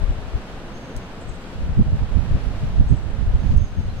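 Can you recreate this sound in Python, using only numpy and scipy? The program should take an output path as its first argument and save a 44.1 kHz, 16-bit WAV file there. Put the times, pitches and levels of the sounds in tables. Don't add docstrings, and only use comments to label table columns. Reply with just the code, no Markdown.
import sys
import numpy as np
from scipy import signal
from scipy.fft import rfft, irfft
from scipy.io import wavfile

SR = 44100
rng = np.random.default_rng(int(sys.argv[2]) if len(sys.argv) > 2 else 0)


def generate_wav(sig):
    pcm = np.round(np.clip(np.atleast_2d(sig).T, -1, 1) * 32767).astype(np.int16)
    wavfile.write(sys.argv[1], SR, pcm)


N = 176400
TIME = np.arange(N) / SR


def traffic(base_db=-35.5, waver_db=.4):
    # frequency in Hz, relative noise density in dB.
    spectrum = [(25, -0.5), (50, -7), (70, -9), (130, -8.5), (190, -8), (255, -8), (310, -13.5),
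                (500, -13.5), (800, -17), (1050, -20.5), (1500, -21), (2200, -26.5), (2900, -27),
                (4200, -33), (6000, -38.5), (8200, -44), (10500, -50.5), (15500, -57.5)]
    # time in seconds, level offset in dB.
    swell = [(0, 1), (1.0, 0.5), (1.8, -0.5), (2.4, 1), (3.0, -1), (3.5, 0), (3.7, -4.5), (4, -1.5)]
    # frequency in Hz, left-right correlation.
    correlation = [(30, 0.98), (120, 1), (260, 0.98), (500, 0.88), (900, 0.82), (1400, 0.38),
                   (2100, -0.038), (2800, -0.058), (4100, 0.17), (5000, -0.35), (6200, -0.48),
                   (7100, -0.36), (8300, -0.089)]
    level_db = base_db + in_time(swell) + waver_db * drift(14)
    return pan(.15) * from_db(level_db) * coloured(spectrum, correlation)


def wind():
    # time in seconds, rumble level in dB.
    left_flow = [(0, -25), (.33, -29.5), (.45, -40), (.8, -48), (1.1, -49), (1.3, -31), (1.42, -38),
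                 (1.55, -31.5), (1.85, -18.5), (2.2, -37.5), (2.5, -34), (2.85, -18.5), (3.08, -35),
                 (3.35, -28), (3.7, -27), (4, -23)]
    right_flow = [(0, -29.5), (.35, -38.5), (.7, -43), (1.53, -45), (1.6, -18), (1.9, -39), (2.08, -25),
                  (2.2, -18), (2.55, -24.5), (2.85, -17.5), (3.05, -26.5), (3.25, -18), (3.62, -15.5),
                  (3.7, -31.5), (4, -26)]
    return np.array([breeze(left_flow), breeze(right_flow)]) + buffets()


def breeze(flow, corner_hz=64.3, lumps_db=2.5, flutter_hz=(121.6, 217)):
    level_db = in_time(flow) + lumps_db * drift(42)
    flutter = unit_rms(butter(rng.standard_normal(N), flutter_hz, "band", order=3))
    flutter_db = -17 + .5 * (level_db + 21)
    return from_db(level_db) * (turbulence(corner_hz, N) + from_db(flutter_db) * flutter)


def buffets(sigma_s=.014, boost_db=1.5):
    # peak time in seconds, left and right level before boost in dB, nominal corner in Hz.
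    eddies = [(0.039, -13.5, -34, 37.6), (0.106, -16.5, -18, 51.6), (0.359, -17.5, -24.5, 46.5),
              (0.97, -23, -28, 63), (1.288, -25.5, -39, 62), (1.7, -20.5, -22.5, 91), (1.799, -11, -7, 101),
              (1.885, -25, -15.5, 85), (1.94, -34, -13.5, 85), (2.03, -23.5, -14.5, 75.4),
              (2.17, -29, -12, 96), (2.325, -16, -18, 78.5), (2.355, -13, -15.5, 82), (2.475, -47, -16, 66),
              (2.64, -19, -25.5, 88), (2.805, -12.5, -7, 78), (2.925, -19.5, -7, 109),
              (3.291, -13, -22.5, 55.7), (3.354, -13.5, -9.5, 61), (3.45, -37, -17.5, 92),
              (3.52, -15.5, -30, 88), (3.552, -15.5, -23, 80), (3.576, -21, -9, 69),
              (3.612, -33, -15.5, 86), (3.789, -16, -24, 95), (3.888, -26.5, -25, 61.6)]
    out, size = np.zeros((2, N + SR)), SR // 5
    bell = np.exp(-.5 * ((np.arange(size) - size / 2) / SR / sigma_s) ** 2)
    bell_rms = np.sqrt(np.mean(bell ** 2))
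    for peak_s, left_db, right_db, corner_hz in eddies:
        start = int(peak_s * SR) + size // 2
        for port, db in enumerate((left_db, right_db)):
            swirl = bell_rms * unit_rms(bell * turbulence(1.03 * corner_hz, size))
            out[port, start:start + size] += from_db(db + boost_db) * swirl
    return out[:, size:size + N]


def turbulence(corner_hz, size, skirt_db=-16, low_cut_hz=13.6):
    sloped = butter(rng.standard_normal(size + SR // 10), corner_hz, "low", order=1)
    top_hz = 1.716 * corner_hz
    body = butter(sloped, top_hz, "low", order=3)
    skirt = from_db(skirt_db) * butter(sloped, top_hz, "low")
    return unit_rms(butter(body + skirt, low_cut_hz, "high", order=1)[-size:])


def snaps_and_clicks(spike_decay_s=.0012, burst_peak_s=.009, tail_decay_s=.025, tail_db=-8):
    # start in seconds, spike level in dB, left minus right in dB,
    # relative after-sound in dB (before halving), tilt in dB per octave.
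    # The rows at 2.801 and 3.5752 s are the overload clicks, the other three dry snaps and ticks.
    transients = [(.9648, -34.5, 1.5, -11, -1.5), (2.238, -57, .5, -5, 7), (2.801, -46, -2.5, -28, 5),
                  (3.5752, -43, -8, -28, 1.5), (3.931, -57, 0, -15, 0)]
    # frequency in Hz, relative noise density in dB before tilt.
    spectrum = [(1500, -20), (4000, -3), (6500, -1), (8700, 0), (10500, -5), (12000, -11), (15500, -12),
                (18000, -35)]
    out = np.zeros((2, N))
    grain = unit_rms(from_db(2.5 * drift(500)))
    for start_s, db, pan_db, after_db, tilt in transients:
        t = np.maximum(TIME - start_s, 0)
        spike = np.exp(-t / spike_decay_s)
        burst = grain * np.exp(-2 * (t / burst_peak_s - 1) ** 2)
        tail = from_db(tail_db) * np.exp(-t / tail_decay_s)
        envelope = (t > 0) * (spike + from_db(after_db) * (burst + tail) / 2)
        noise = coloured([(hz, band_db + tilt * np.log2(hz)) for hz, band_db in spectrum])
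        out += pan(pan_db) * from_db(db) * envelope * noise
    return out


def birds(flutter_db=3.5):
    song = pan(2.5) * whistles() + pan(-3.5) * trills()
    return song * from_db(flutter_db * drift(50))


def whistles(waver_hz=67.5):
    # start in seconds, length in seconds, pitch in Hz, level in dB.
    calls = [(.73, .06, 6380, -65), (.8, .25, 6390, -67), (1.27, .08, 6400, -72), (2.87, .07, 6400, -69),
             (3.39, .12, 6420, -71), (3.51, .04, 6500, -70), (3.558, .045, 6400, -58),
             (3.605, .06, 6390, -61), (3.67, .22, 6400, -71.5), (3.71, .05, 4150, -67),
             (3.89, .05, 4130, -59), (3.965, .05, 6380, -69)]
    offset_hz = waver_hz * drift(90)
    return sum(from_db(db) * note(start_s, length_s, hz, offset_hz) for start_s, length_s, hz, db in calls)


def trills(note_s=.0367, upper_hz=8160, lower_hz=7140, lower_db=-4, waver_hz=130):
    # start in seconds, level of the upper voice in dB.
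    notes = [(0.0, -72), (.06, -71), (.118, -73), (1.14, -69), (1.203, -64), (1.268, -63), (1.333, -67),
             (1.398, -71), (1.455, -72), (1.515, -73), (2.878, -64), (2.945, -67), (3.012, -68),
             (3.08, -70)]
    offset_hz = waver_hz * drift(200)
    out = np.zeros(N)
    for start_s, db in notes:
        upper = note(start_s, note_s, upper_hz, offset_hz, fall=.05)
        lower = note(start_s, note_s, lower_hz, offset_hz, fall=.025)
        out += from_db(db) * (upper + from_db(lower_db) * lower)
    return out


def note(start_s, length_s, hz, offset_hz, fall=0, edge_s=.0076):
    out = np.zeros(N)
    on = (TIME >= start_s) & (TIME < start_s + length_s)
    t = TIME[on] - start_s
    pitch_hz = hz * (1 - fall * (t / length_s) ** 2) + offset_hz[on]
    envelope = np.clip(np.minimum(t, length_s - t) / edge_s, 0, 1)
    out[on] = np.sqrt(2) * envelope * np.sin(2 * np.pi * np.cumsum(pitch_hz) / SR)
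    return out


def garden_echo(x, t60_s=.35, wet_db=-1):
    tail = rng.standard_normal((2, SR)) * from_db(-60 * TIME[:SR] / t60_s)
    tail /= np.sqrt(np.sum(tail ** 2, axis=1, keepdims=True))
    return x + from_db(wet_db) * signal.fftconvolve(x, tail, axes=1)[:, :N]


def leaves(flicker_db=1.5):
    # time in seconds, level in dB.
    stir = [(0, -72), (.5, -58), (.7, -91), (1.55, -55), (1.9, -73), (2.35, -56.5), (2.7, -54), (3.0, -66),
            (3.35, -63), (3.5, -54), (3.7, -58), (4, -56.5)]
    # frequency in Hz, relative noise density in dB.
    spectrum = [(800, -21), (2500, -1), (5000, -7), (9000, -20), (15500, -28)]
    return from_db(in_time(stir) + flicker_db * drift(40)) * coloured(spectrum)


def coloured(spectrum, correlation=None):
    hz = np.maximum(np.fft.rfftfreq(N, 1 / SR), 1)
    alike = np.clip(at_hz(correlation, hz), -1, 1) if correlation else 0
    mid, side = rfft(rng.standard_normal((2, N)))
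    stereo = np.sqrt(1 + alike) * mid + np.sqrt(1 - alike) * side * [[1], [-1]]
    return unit_rms(irfft(stereo * from_db(at_hz(spectrum, hz)), N))


def drift(corner_hz, hop=40):
    pole = np.exp(-2 * np.pi * corner_hz * hop / SR)
    noise = rng.standard_normal(N // hop + 2002)
    slow = signal.lfilter([1], [1, -2 * pole, pole * pole], noise)[2000:]
    return np.interp(np.arange(N) / hop, np.arange(len(slow)), unit_rms(slow))


def from_db(db):
    return 10 ** (np.asarray(db) / 20)


def unit_rms(x):
    return x / np.sqrt(np.mean(x ** 2) + 1e-20)


def in_time(rows):
    return np.interp(TIME, *np.transpose(rows))


def at_hz(rows, hz):
    row_hz, values = np.transpose(rows)
    return np.interp(np.log(hz), np.log(row_hz), values)


def pan(db):
    return from_db(np.array([[db], [-db]]) / 2)


def butter(x, hz, kind, order=2):
    return signal.sosfilt(signal.butter(order, hz, kind, fs=SR, output="sos"), x)


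def scene():
    return wind() + traffic() + leaves() + garden_echo(birds()) + snaps_and_clicks()


def record(dry, cutoff_hz=15750):
    limited = dry / (1 + dry ** 6) ** (1 / 6)
    return signal.sosfilt(signal.ellip(12, .1, 80, cutoff_hz, fs=SR, output="sos"), limited)


dry = scene()
out = record(dry)
generate_wav(out)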